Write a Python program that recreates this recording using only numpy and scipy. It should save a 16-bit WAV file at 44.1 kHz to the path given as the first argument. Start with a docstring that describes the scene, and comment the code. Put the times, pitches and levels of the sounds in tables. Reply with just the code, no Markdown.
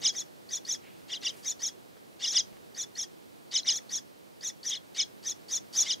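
"""Two parakeet nestlings beg from a tree hollow, one deep inside, one at the entrance, in soft outdoor air.
From the start both chirp: two syrinx voices sweep up, down, up, down together amid rasp and a low croak;
stray whistles fall in and between the chirps. The wooden cavity rings briefly after each sound inside.
Around 0.9 and 1.4 s a far bird gives hoarse calls of shaped noise; near 1.3 s plumage rustles.
From 2 s on a few claw ticks, short decaying noise, strike the bark."""
import sys
import numpy as np
from scipy import signal
from scipy.fft import rfft, irfft, next_fast_len
from scipy.io import wavfile
from scipy.ndimage import map_coordinates

SR = 44100
rng = np.random.default_rng(int(sys.argv[2]) if len(sys.argv) > 2 else 0)


def pcm_store(signal):
    """Save signal as 16-bit PCM."""
    levels = np.round(np.clip(np.atleast_2d(signal), -1, 1) * 32767)
    wavfile.write(sys.argv[1], SR, levels.astype(np.int16).T)


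N = 264600  # 6 s

# Chirps: (time of top note [s], start to top note [s], top note to end [s], pitch factor [ratio],
# effort [dB], opening peep [dB])
DEEP_CHIRPS = [(.080, 0.063, 0.033, 1.004, 6.5, -61), (1.155, 0.075, 0.031, 0.96, -11, -63),
               (1.286, 0.069, .029, 0.95, -2, -66), (2.266, 0.071, 0.033, 0.97, -2, -64),
               (2.388, 0.065, 0.032, 0.98, 8, -58), (3.580, 0.068, 0.031, 1.015, 4, -42),
               (3.708, .05, .032, .986, 6.5, -58), (4.760, 0.071, 0.026, 1, -11.5, -58),
               (5.020, 0.073, 0.024, 1.002, 2.5, -52), (5.928, 0.11, 0.023, 0.98, 2, -58)]
FRONT_CHIRPS = [(.199, 0.071, .029, 1.007, -3.5, -58), (.557, 0.067, 0.033, 1.01, -2.5, -43.5),
                (.726, 0.076, 0.039, 0.98, -0.5, -38), (1.502, 0.074, 0.031, 1.026, -0.5, -65),
                (1.667, 0.075, 0.036, 0.98, 0, -50), (2.321, 0.11, .03, 0.99, -2, -58),
                (2.819, .073, 0.03, 1.015, -3, -46), (3.019, .066, 0.035, 0.96, -2.5, -44),
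                (3.766, 0.051, 0.026, 1.007, -1, -58), (3.962, .069, 0.034, 0.99, 0, -42.5),
                (4.479, 0.071, 0.033, 1.018, -2.5, -46), (4.699, 0.069, 0.027, 0.98, -1, -40),
                (5.302, .073, 0.03, 1.004, -0.5, -57), (5.558, 0.074, .032, 1.018, 2.5, -46),
                (5.810, 0.082, 0.033, 1.008, 8.5, -72)]
# Pitch of high_hz and low_hz voice: (start [Hz], crest [Hz], dip [Hz], top note [Hz], end [Hz]),
# before the pitch factor
DEEP_PITCH_HZ = dict(high_hz=(4800, 6180, 4900, 6720, 4900), low_hz=(2950, 3770, 2920, 4230, 3300))
FRONT_PITCH_HZ = dict(high_hz=(4800, 6250, 5500, 6850, 5020), low_hz=(3150, 3760, 3290, 4240, 3410))
# Envelopes of high, low, rasp: attack until full_s before the top note, then sag; release from hold_s
# after it. (attack [dB/s], full [s], sag [dB/s], hold [s], release [dB/s]), on a typical chirp's clock
DEEP_ENVELOPES = dict( high=dict(attack_db_per_s=551, full_s=.02, sag_db_per_s=268, hold_s=0.017, release_db_per_s=1500),
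                  low=dict(attack_db_per_s=768, full_s=0.027, sag_db_per_s=172, hold_s=0.024, release_db_per_s=1500),
                  rasp=dict(attack_db_per_s=500, full_s=0.053, sag_db_per_s=14, hold_s=0.001, release_db_per_s=606))
FRONT_ENVELOPES = dict( high=dict(attack_db_per_s=740, full_s=0.029, sag_db_per_s=58, hold_s=0.015, release_db_per_s=1450),
                   low=dict(attack_db_per_s=640, full_s=.022, sag_db_per_s=90, hold_s=.028, release_db_per_s=800),
                   rasp=dict(attack_db_per_s=480, full_s=0.049, sag_db_per_s=8, hold_s=0.024, release_db_per_s=600))
# Base level at effort 0: (high [dB], low [dB], rasp [dB])
DEEP_MIX_DB = dict(high_db=-25.2, low_db=-27.2, rasp_db=-44.5)
FRONT_MIX_DB = dict(high_db=-27, low_db=-38, rasp_db=-47.6)
# Response to effort: (low voice's share [ratio], rasp's share [ratio], swell of the voices [1/s])
DEEP_EFFORT = dict(low=.28, rasp=.55, swell_per_s=13)
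FRONT_EFFORT = dict(low=.45, rasp=.8, swell_per_s=1)
# Rasp spectrum of each throat, relative: (frequency [Hz], density [dB per Hz])
DEEP_RASP = [(90, -39), (600, -6.5), (1400, -6.5), (2150, -3), (2650, -8), (3100, 3), (4000, 8.5),
             (4500, -2), (5200, 3), (6500, 0), (7600, -4), (9900, -17), (11000, -18.5), (15500, -50)]
FRONT_RASP = [(90, -51), (600, -5.5), (1900, -4), (2650, -10.5), (3400, 5), (4200, -2), (5300, 7.5),
              (6700, 4.5), (7500, -1), (9000, -6), (10600, -7.5), (11800, -11.5), (13300, -9), (15000, -35)]
# Overtones let out by each beak, relative: (frequency [Hz], response [dB])
DEEP_BEAK = [(7500, -78), (8600, -28.5), (9800, -25), (11000, -71), (13000, -59), (15000, -50)]
FRONT_BEAK = [(7500, -68), (9000, -40), (10600, -15.5), (11800, -37.5), (13300, -16.5), (15000, -58)]
# Undertone shape, relative: (time from top note [s], level [dB])
DEEP_CROAK = [(-.06, 3), (-.04, 1), (.008, 1), (.03, -37)]
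FRONT_CROAK = [(-.072, -26), (-.058, -1), (-.042, 10.5), (-.03, 0), (.012, -21.5), (.024, 8.5), (.04, -100)]
# Stray whistles where a voice splits or starts early: (time [s], length [s], pitch [Hz], level [dB])
STRAY_WHISTLES = [(.006, 0.019, 6400, -47.5), (1.096, 0.019, 3250, -41.5), (1.209, 0.014, 5850, -50),
                  (2.274, 0.017, 5120, -27), (3.631, 0.0054, 4100, -38), (3.641, 0.047, 5800, -43),
                  (4.705, 0.03, 3250, -32), (4.972, .056, 2250, -42.5), (5.862, 0.024, 2140, -38)]
# Claws on bark, relative: (time [s], level [dB])
CLAW_TICKS = [(1.968, -56.5), (2.529, -55), (2.569, -55.5), (5.4, -62)]
# Tick spectrum, relative: (frequency [Hz], density [dB per Hz])
BARK_SPECTRUM = [(50, -56), (400, 9), (1000, -9), (2000, -6), (5000, -19), (14000, -29)]
# Decay of the cavity's tail: (frequency [Hz], t60 [s])
HOLLOW_T60 = [(500, 0.081), (3000, .16), (6000, 0.17), (12000, 0.014)]
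# Plumage rustle: (time [s], level [dB])
FEATHER_LEVEL = [(1.18, -90), (1.27, -64), (1.4, -63), (1.53, -90)]
# Rustle spectrum, relative: (frequency [Hz], density [dB per Hz])
FEATHER_SPECTRUM = [(500, -44), (4000, 9), (10000, 13), (14500, 3), (16000, -23)]
# Far calls: (time [s], level [dB])
FAR_BIRD_LEVEL = [(.74, -85), (.85, -61), (.95, -63), (1.12, -85), (1.26, -80), (1.34, -62), (1.41, -66),
                  (1.5, -85)]
# Far call spectrum, relative: (frequency [Hz], density [dB per Hz])
FAR_BIRD_SPECTRUM = [(100, -68), (1400, -13), (2150, 1), (2500, 0), (2950, -1), (4200, -17), (9000, -45)]
# Outdoor rush before its layer gains: (time [s], level [dB])
AIR_LEVEL = [(0.0, -57), (0.32, -61), (1.07, -60.5), (1.29, -59), (1.92, -62), (2.22, -61.5), (2.4, -59),
             (2.59, -61), (3.44, -62), (3.74, -59.5), (4.18, -62.5), (6.0, -59.5)]
# Rush spectra, in phase and in opposite phase in the two channels, relative:
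# (frequency [Hz], density [dB per Hz])
AIR_MID = [(15, -80), (25, -31), (107, -3.5), (209, -2), (274, -1), (389, -1), (433, -0.5), (598, -4.5),
           (703, -5.5), (1530, -14.5), (1660, -13), (1850, -14.5), (4380, -13), (6550, -17.5),
           (15500, -20.5)]
AIR_SIDE = [(15, -54), (25, -32.5), (215, -6), (260, -10.5), (331, -5.5), (421, -10.5), (509, -10.5),
            (919, -17.5), (997, -19), (1240, -20.5), (1380, -21.5), (4380, -33), (5280, -39), (8810, -39),
            (15500, -41.5)]

RISE_S, DROP_S, LEAP_S = .021, .0215, .0105  # start to crest, crest to dip, dip to top note
HIGH_FALL_S, LOW_FALL_S = .025, .021
EASE = .6  # slowing at each pitch turn, 0 = none
SCOOP_PER_S = 4  # creep of the pitch before the rise, as a share of itself per second
LEAD_S, TAIL_S = .072, .033  # a typical chirp before and after its top note
PEEP_S = .0081
TOP_HZ = 15700


def chick(calls, pitch_hz, envelopes, mix_db, effort, throat, beak, octave_db, beat_db, overtone_db):
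    """Two rough syrinx voices with their combination tones and overtones, and air rasping past them."""
    voice, overtones, blow = np.zeros((3, N))
    t = np.arange(-SR // 10, SR // 14) / SR
    size = len(t)
    crest_s = DROP_S + LEAP_S
    for top_s, lead_s, tail_s, pitch_factor, effort_db, peep_db in calls:
        # Only the run-up to the crest and the last fall are hurried or drawn out.
        run_up = (t + crest_s) * (LEAD_S - crest_s) / (lead_s - crest_s) - crest_s
        clock = np.where(t < -crest_s, run_up, t)
        clock = np.where(t > 0, t * TAIL_S / tail_s, clock)
        gate = amp(-5000 * np.abs(t - np.clip(t, -lead_s, tail_s)))
        high_hz = pitch_factor * glide(clock, pitch_hz["high_hz"], HIGH_FALL_S)
        low_hz = pitch_factor * glide(clock, pitch_hz["low_hz"], LOW_FALL_S)

        # The membranes flap irregularly until the crest, then settle into cleaner whistles.
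        unrest = np.interp(t, [-crest_s - .012, -crest_s], [.045, .008])
        high_phase = phase(high_hz * (1 + unrest * wobble(2500, size)))
        low_phase = phase(low_hz * (1 + 1.2 * unrest * wobble(2500, size)))

        # A strong chirp grows and a weak one sags; effort tells most on the high voice.
        push_db = effort_db * (1 + effort["swell_per_s"] * np.clip(t + LEAP_S, -.025, .025))
        high_db = mix_db["high_db"] + push_db + envelope(clock, **envelopes["high"])
        low_db = mix_db["low_db"] + effort["low"] * push_db + envelope(clock, **envelopes["low"])
        rasp_db = mix_db["rasp_db"] + effort["rasp"] * effort_db + envelope(clock, **envelopes["rasp"])
        high = amp(high_db + wobble(194.4, size))
        low = amp(low_db + wobble(164.0, size))
        both = np.sqrt(high * low)
        peep = amp(peep_db) * arch(t + lead_s, PEEP_S)

        tones = (high + peep) * np.sin(high_phase) + low * np.sin(low_phase)
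        # The throat passes the low voice's octave well only below about 7 kHz.
        octave_pass = amp(octave_db) / (1 + (2 * low_hz / 7200) ** 15)
        tones += both * octave_pass * np.sin(2 * low_phase)
        # Coupling of the voices: tones at the gap and, in the overtones, the sum of their pitches.
        tones += both * amp(beat_db) * np.sin(high_phase - low_phase)
        upper = high * np.sin(2 * high_phase)
        upper += both * (np.sin(high_phase + low_phase) + np.sin(3 * low_phase))

        rough_tones = gate * tones * (1 + .08 * wobble(1800, size))
        add(voice, top_s + t[0], bounce(rough_tones, gain=.22))
        add(overtones, top_s + t[0], gate * upper * (.6 + .42 * wobble(2200, size)))
        add(blow, top_s + t[0], gate * amp(rasp_db))
    treble = filtered(overtones, lambda hz: amp(along(beak, hz) + overtone_db))
    rasp = blow * unit(noise(throat) * amp(2.5 * wobble(700, N)))
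    return voice + treble + rasp


def glide(t, turns_hz, fall_s):
    """Pitch scooping up, then sliding from turn to turn and slowing at each; t = 0 at the top note."""
    turns_s = [-LEAP_S - DROP_S - RISE_S, -LEAP_S - DROP_S, -LEAP_S, 0, fall_s]
    steps = np.arange(len(turns_s))
    place = np.interp(t, turns_s, steps)
    eased = place - EASE * np.sin(2 * np.pi * place) / (2 * np.pi)
    scoop = 1 + SCOOP_PER_S * np.minimum(t - turns_s[0], 0)
    return scoop * np.interp(eased, steps, turns_hz)


def envelope(t, attack_db_per_s, full_s, sag_db_per_s, hold_s, release_db_per_s):
    """Attack, sagging hold and release, in dB; t = 0 at the top note."""
    attack_db = attack_db_per_s * np.minimum(t + full_s, 0)
    sag_db = sag_db_per_s * np.maximum(t + full_s, 0)
    release_db = release_db_per_s * np.maximum(t - hold_s, 0)
    return attack_db - sag_db - release_db


def bounce(x, gain):
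    """One echo off the wall beside a moving head: gliding tones ripple as they cross its notches."""
    lag = round(rng.uniform(.0008, .0018) * SR)
    return x + gain * np.pad(x, (lag, 0))[:len(x)]


def croak(calls, shape, level_db, pitch_hz):
    """A wavering sine undertone beneath each chirp."""
    t = np.arange(N) / SR
    shape_s, shape_db = np.transpose(shape)
    level = sum(amp(np.interp(t - top_s, shape_s, shape_db, left=-120, right=-120)) for top_s, *_ in calls)
    hz = pitch_hz * (1 + .025 * wobble(160, N) + .08 * wobble(1200, N))
    return amp(level_db) * level * amp(3.3 * wobble(200, N)) * np.sin(phase(hz))


def whistles():
    """Short sines of unsteady pitch in and between the chirps."""
    out, t = np.zeros(N), np.arange(SR // 10) / SR
    for start_s, length_s, pitch_hz, level_db in STRAY_WHISTLES:
        hz = pitch_hz * (1 + .02 * wobble(150, len(t)) + .04 * wobble(1500, len(t)))
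        add(out, start_s, amp(level_db) * arch(t, length_s) * np.sin(phase(hz)))
    return out


def claws():
    """Small dry ticks on the bark: noise decaying 60 dB in 42 ms."""
    touch, t = np.zeros(N), np.arange(SR // 10) / SR
    for start_s, level_db in CLAW_TICKS:
        add(touch, start_s, amp(level_db + 4.5 - 60 * t / .042))
    return touch * noise(BARK_SPECTRUM)


def hollow(x, early_db, late_db, early_t60_s):
    """Close wooden walls answer at once, then a weak tail spreads to both sides."""
    hz, t, z = signal.stft(rng.standard_normal((2, SR // 4)), SR, nperseg=256)
    decay = amp(-60 * t / along(HOLLOW_T60, hz)[:, None])
    tail = signal.istft(z * decay, SR, nperseg=256)[1]
    t = np.arange(tail.shape[1]) / SR
    walls = rng.standard_normal(len(t)) * amp(-60 * t / early_t60_s) * (t > .0005)
    early = amp(early_db) * walls / np.linalg.norm(walls)
    late = amp(late_db) * tail / np.linalg.norm(tail[0])
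    return x + signal.fftconvolve(x[None], early + late, axes=1)[:, :N]


def feathers():
    """A faint, high rustle of plumage: noise with a jittering level."""
    level_db = over_time(FEATHER_LEVEL) + 2.8 * wobble(99.5, N)
    return amp(level_db) * noise(FEATHER_SPECTRUM)


def far_bird():
    """Two hoarse distant calls: mid-band noise with soft edges and an unsteady level."""
    level_db = over_time(FAR_BIRD_LEVEL) + 2.3 * wobble(29.5, N)
    return amp(level_db) * noise(FAR_BIRD_SPECTRUM)


def air():
    """A soft outdoor rush; its low part is mostly in opposite phase in the two channels."""
    mid = amp(2.5) * noise(AIR_MID)
    side = amp(9.5) * noise(AIR_SIDE)
    channel_gain = amp([[-1], [1]])  # left, right [dB]
    return amp(over_time(AIR_LEVEL)) * np.array([mid + side, mid - side]) * channel_gain


def amp(db):
    """Decibels to gain."""
    return 10 ** (np.asarray(db) / 20)


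def unit(x):
    """Scale to rms 1."""
    return x / np.sqrt(np.mean(x ** 2) + 1e-20)


def phase(hz):
    """Running phase [rad] of a varying pitch."""
    return 2 * np.pi * np.cumsum(hz) / SR


def along(points, hz):
    """(frequency [Hz], value) points read on a log frequency axis."""
    f, v = np.transpose(points)
    return np.interp(np.log(hz + 1), np.log(f), v)


def over_time(points):
    """(time [s], level [dB]) points read at every sample."""
    return np.interp(np.arange(N) / SR, *np.transpose(points))


def filtered(x, response):
    """x times a response of frequency."""
    m = next_fast_len(x.shape[-1] + 8192)
    spectrum = rfft(x, m) * response(np.fft.rfftfreq(m, 1 / SR))
    return irfft(spectrum, m)[..., :x.shape[-1]]


def noise(spectrum):
    """Coloured noise of rms 1."""
    return unit(filtered(rng.standard_normal(N), lambda hz: amp(along(spectrum, hz))))


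def wobble(rate_hz, size):
    """A smooth random curve, rate_hz knots a second."""
    return map_coordinates(rng.standard_normal(size), [np.arange(size) * rate_hz / SR], mode="wrap")


def arch(t, length_s):
    """A rounded swell from 0 to length_s."""
    u = np.clip(t / length_s, 0, 1)
    return 2 * np.sqrt(u * (1 - u))


def add(track, start_s, sound):
    """Mix a sound into the track from start_s, cut at the track's ends."""
    i = round(start_s * SR)
    part = sound[max(-i, 0):len(track) - i]
    track[max(i, 0):][:len(part)] += part


def scene():
    """Both chicks in their hollow, with the outdoors around."""
    deep = chick(DEEP_CHIRPS, DEEP_PITCH_HZ, DEEP_ENVELOPES, DEEP_MIX_DB, DEEP_EFFORT, DEEP_RASP, DEEP_BEAK,
                 octave_db=-9, beat_db=-23, overtone_db=2.5)
    front = chick(FRONT_CHIRPS, FRONT_PITCH_HZ, FRONT_ENVELOPES, FRONT_MIX_DB, FRONT_EFFORT, FRONT_RASP,
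                  FRONT_BEAK, octave_db=-5, beat_db=-25, overtone_db=-.5)
    deep_croak = croak(DEEP_CHIRPS, DEEP_CROAK, level_db=-53, pitch_hz=2033)
    front_croak = croak(FRONT_CHIRPS, FRONT_CROAK, level_db=-56, pitch_hz=1890)
    inside = deep + front + deep_croak + front_croak + whistles() + claws()
    nest = hollow(inside, early_db=-16, late_db=-19, early_t60_s=.03)
    nest_gain = amp([[-.1], [-.7]])  # left, right [dB]
    return nest * nest_gain + feathers() + far_bird() + air()


def record(dry):
    """Sharp band limit: nothing passes from TOP_HZ up."""
    return filtered(dry, lambda hz: hz < TOP_HZ)


dry = scene()
out = record(dry)
pcm_store(out)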